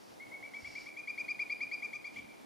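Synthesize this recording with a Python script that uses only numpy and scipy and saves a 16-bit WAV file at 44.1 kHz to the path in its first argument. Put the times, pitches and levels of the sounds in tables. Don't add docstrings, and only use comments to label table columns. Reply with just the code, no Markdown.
import sys
import numpy as np
from scipy import signal
from scipy.fft import rfft, irfft
from scipy.io import wavfile

SR = 44100
rng = np.random.default_rng(int(sys.argv[2]) if len(sys.argv) > 2 else 0)


def bounce(signal):
    frames = np.transpose(np.atleast_2d(signal))
    limited = np.clip(frames, -1, 1)
    pcm = np.round(limited * 32767).astype(np.int16)
    wavfile.write(sys.argv[1], SR, pcm)


N = 108045
T = np.arange(N) / SR


def from_db(db):
    return 10 ** (np.asarray(db) / 20)


def unit_rms(x):
    return x / np.sqrt(np.mean(x ** 2) + 1e-20)


def at_hz(points, hz):
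    f, value = np.transpose(points)
    return np.interp(np.log(np.maximum(hz, 1)), np.log(f), value)


def drift(rate_hz):
    pole = np.exp(-2 * np.pi * rate_hz / SR)
    noise = rng.standard_normal(N + SR)
    return unit_rms(signal.lfilter([1], [1, -2 * pole, pole * pole], noise)[SR:])


def ramp(x):
    return np.sin(np.pi / 2 * np.clip(x, 0, 1)) ** 2


def filtered_noise(edges_hz, kind, shape):
    sos = signal.butter(2, edges_hz, kind, fs=SR, output="sos")
    return signal.sosfilt(sos, rng.standard_normal(shape))


def stereo_noise(spectrum, correlation):
    hz = np.arange(N // 2 + 1) * SR / N
    mid, side = rfft(rng.standard_normal((2, N))) * from_db(at_hz(spectrum, hz))
    alike = np.clip(correlation(hz), -1, 1)
    return unit_rms(irfft(np.sqrt(1 + alike) * mid + np.sqrt(1 - alike) * side * [[1], [-1]], N))


# frequency in Hz, relative spectral density in dB.
WASH_SPECTRUM = [(25, -8), (45, -23), (70, -9), (120, -4.5), (165, -3.5), (230, 5), (310, 4.5), (400, 1.5),
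                 (800, 0), (1200, -7), (1600, -10.5), (3000, -16), (4700, -18), (6500, -21), (8000, -24.5),
                 (10000, -21.5), (15000, -29.5)]
# frequency in Hz, left-right correlation from -1 to 1.
WASH_CORRELATION = [(40, -0.8), (120, -0.65), (300, -0.79), (700, -0.6), (1300, -0.45), (2500, 0.11),
                    (5000, 0.8), (13000, .3)]
# centre frequency in Hz, level in dB.
DRONE_BANDS = [(120, -81), (181, -81.5), (228, -77.5), (304, -72)]

def outdoor_wash(level_db=-53.5, flutter_db=0.77, drone_width_hz=5):
    gain = from_db(level_db + flutter_db * drift(8.3))
    air = gain * stereo_noise(WASH_SPECTRUM, lambda hz: at_hz(WASH_CORRELATION, hz))
    for hz, db in DRONE_BANDS:
        phase = 2 * np.pi * hz * T
        band = drift(drone_width_hz) * np.sin(phase) + drift(drone_width_hz) * np.cos(phase)
        air += from_db(db) * band
    return air


# time in seconds, level in dB.
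RUSTLE_ENVELOPE = [(0, -69), (.14, -66.5), (.25, -90), (.48, -73), (.62, -61.5), (.72, -57.5), (.82, -57.5),
                   (.88, -62.5), (.97, -81), (2.45, -100)]
# frequency in Hz, relative spectral density in dB.
RUSTLE_SPECTRUM = [(2000, -10.5), (2750, -4.5), (3400, -13), (3850, -12), (4650, 0), (5000, -4.5),
                   (5450, 1), (6000, -10.5), (7500, -14), (10000, -24), (15000, -40)]

def rustle(grain_db=0.5, correlation=0.79):
    level_db = np.interp(T, *np.transpose(RUSTLE_ENVELOPE)) + grain_db * drift(50)
    return from_db(level_db) * stereo_noise(RUSTLE_SPECTRUM, lambda hz: correlation)


# start, attack, hold and release in seconds,
# low and high band edges in Hz, level before panning in dB.
BUMP_EVENTS = [(0.276, .05, 0.21, 0.11, 460, 930, -66.5), (0.603, .035, 0.051, .06, 55, 100, -64.5),
               (1.575, 0.03, 0.046, 0.046, 207, 337, -66), (2.13, 0.0246, 0.057, 0.071, 60.5, 116, -69),
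               (2.133, 0.038, 0.1, 0.044, 189.5, 288, -60.5), (2.125, 0.018, 0.043, 0.12, 2460, 3520, -66),
               (2.117, 0.023, 0.036, .08, 4500, 7500, -71)]

def bumps(right_over_left_db=8, side_gain=0.17):
    out = np.zeros((2, N))
    for start, attack, hold, release, low_hz, high_hz, db in BUMP_EVENTS:
        mid, side = filtered_noise([low_hz, high_hz], "band", (2, N))
        end = start + attack + hold + release
        envelope = ramp((T - start) / attack) * ramp((end - T) / release)
        out += from_db(db) * envelope * unit_rms(mid + side_gain * side * [[1], [-1]])
    return out * from_db([[-right_over_left_db / 2], [right_over_left_db / 2]])


# delay in seconds, gain in dB.
BANK_ECHOES = [(.011, -46), (.024, -17.5), (.037, -20), (.056, -28.5)]

def banks_and_foliage(sound, scatter_db=-8.5, side_db=-12.5, cutoff_hz=9200,
                      scatter_delay_s=0.012, build_s=0.0032, t60_s=1):
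    t = np.maximum(T[:SR] - scatter_delay_s, 0)
    mid, side = filtered_noise(cutoff_hz, "low", (2, SR))
    cloud = mid + from_db(side_db) * side * [[1], [-1]]
    envelope = (1 - np.exp(-t / build_s)) * from_db(-60 * t / t60_s)
    response = from_db(scatter_db) * envelope / np.sqrt(np.sum(envelope ** 2)) * cloud
    for delay, db in BANK_ECHOES:
        response[:, int(delay * SR)] += from_db(db)
    return signal.fftconvolve(sound[None], response, axes=1)[:, :N]


NOTE_S = 0.054

def pitch_arch(t, top_hz, waver, top_s=0.02723, reference_hz=2419):
    rise = 0.1559 * np.maximum(1 - t / top_s, 0) ** 2
    fall = 0.1 * np.maximum((t - top_s) / (NOTE_S - top_s), 0) ** 1.67
    depth = (top_hz / reference_hz) ** 5.1
    return top_hz / 2 * (1 - (rise + fall) * depth + .003 * waver)


def note_envelope(t, growth_db, onset_s=.0035, attack_s=0.015, release_s=0.022):
    attack = .36 * ramp(t / onset_s) + .64 * ramp(t / attack_s)
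    slope_db = growth_db * (t / NOTE_S - .5)
    dip_db = -5 * np.exp(-((t - .021) / .0065) ** 2)
    return attack * ramp((NOTE_S - t) / release_s) * from_db(slope_db + dip_db)


# frequency in Hz, gain in dB.
THROAT_RESPONSE = [(1000, -46), (1220, -32), (1700, -20), (2050, 1.5), (2150, -0.5), (2270, 1), (2450, 0),
                   (2900, -18), (3400, -27.5), (3680, -56), (4350, -19), (4600, -32.5), (4850, -20),
                   (5400, -41), (5800, -43), (6060, -35.5), (6500, -64), (7250, -45), (8500, -50),
                   (10000, -52)]

def throat_tone(t, fundamental_hz, even_db, odd_db, rasp, flicker_db, rasp_rad=0.24):
    phase = 2 * np.pi * np.cumsum(fundamental_hz) / SR
    tone = from_db(at_hz(THROAT_RESPONSE, 2 * fundamental_hz)) * np.sin(2 * phase)
    bloom_db = 6 * np.exp(-((t - 0.022) / 0.011) ** 2)
    for k, (wobble, swing_db) in enumerate(zip(rasp, flicker_db), 1):
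        if k != 2:
            throat_db = at_hz(THROAT_RESPONSE, k * fundamental_hz)
            gain = from_db(throat_db + (odd_db if k % 2 else even_db) + bloom_db + swing_db)
            jitter = rasp_rad * (k / len(rasp)) ** 2 * wobble
            tone += gain * np.sin(k * phase + jitter)
    return tone


# start in seconds, top frequency of the second partial in Hz, then in dB
BIRD_NOTES = [(.197, 2220, -44.5, -8, -9, -2), (.313, 2235, -41.5, -21, -15, 8),
              (.425, 2296, -42.5, -28, -2, -9.5), (.535, 2320, -41.5, -3, 3, -9),
              (.644, 2330, -41.5, -9, 4, -11.5), (.750, 2370, -41, 5, 0, -14), (.859, 2382, -43, -1, 5, -8),
              (0.964, 2450, -39, -2, 7, -1), (1.072, 2430, -34, -1.5, 0.5, -3),
              (1.175, 2445, -33, 1.5, 2.5, -1), (1.28, 2445, -31, 2, -0.5, 3.5),
              (1.39, 2445, -30, -0.5, -2, -2), (1.495, 2420, -31, 0, -2, -0.5),
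              (1.604, 2422, -31.5, 0.5, -1, -2), (1.712, 2424, -31.5, 3.5, -2, 2),
              (1.820, 2432, -32, -6, 1.5, 5), (1.928, 2430, -36, -2.5, 6.5, -3),
              (2.041, 2395, -39, 6.5, 5.5, -5.5), (2.158, 2352, -41, -3, 8.5, -7)]

def bird(partials=8, hoarse_db=-35, hoarse_band_hz=(4800, 7400), left_over_right_db=2.5, lag_s=.000011):
    direct, outgoing = np.zeros((2, N))
    waver, shimmer = drift(120), from_db(.5 * drift(120))
    rasp = np.array([drift(160) for _ in range(partials)])
    flicker_db = np.array([drift(11.7) for _ in range(partials)])
    air = unit_rms(filtered_noise(hoarse_band_hz, "band", N))
    for start, top_hz, db, even_db, odd_db, growth_db in BIRD_NOTES:
        span = (T >= start) & (T < start + NOTE_S)
        t = T[span] - start
        fundamental_hz = pitch_arch(t, top_hz, waver[span])
        tone = throat_tone(t, fundamental_hz, even_db, odd_db, rasp[:, span], flicker_db[:, span])
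        airy_edge = from_db(hoarse_db + odd_db) * air[span]
        note = (tone + airy_edge) * note_envelope(t, growth_db) * shimmer[span]
        direct[span] += from_db(db) * note
        outgoing[span] += from_db(-35 + .6 * (db + 35)) * note
    left = direct * from_db(left_over_right_db / 2)
    right = np.interp(T - lag_s, T, direct) * from_db(-left_over_right_db / 2)
    return np.array([left, right]) + banks_and_foliage(outgoing)


def scene():
    return bird() + outdoor_wash() + rustle() + bumps()


def record(dry, cutoff_hz=15500):
    return signal.sosfilt(signal.ellip(12, .1, 80, cutoff_hz, fs=SR, output="sos"), dry)


dry = scene()
out = record(dry)
bounce(out)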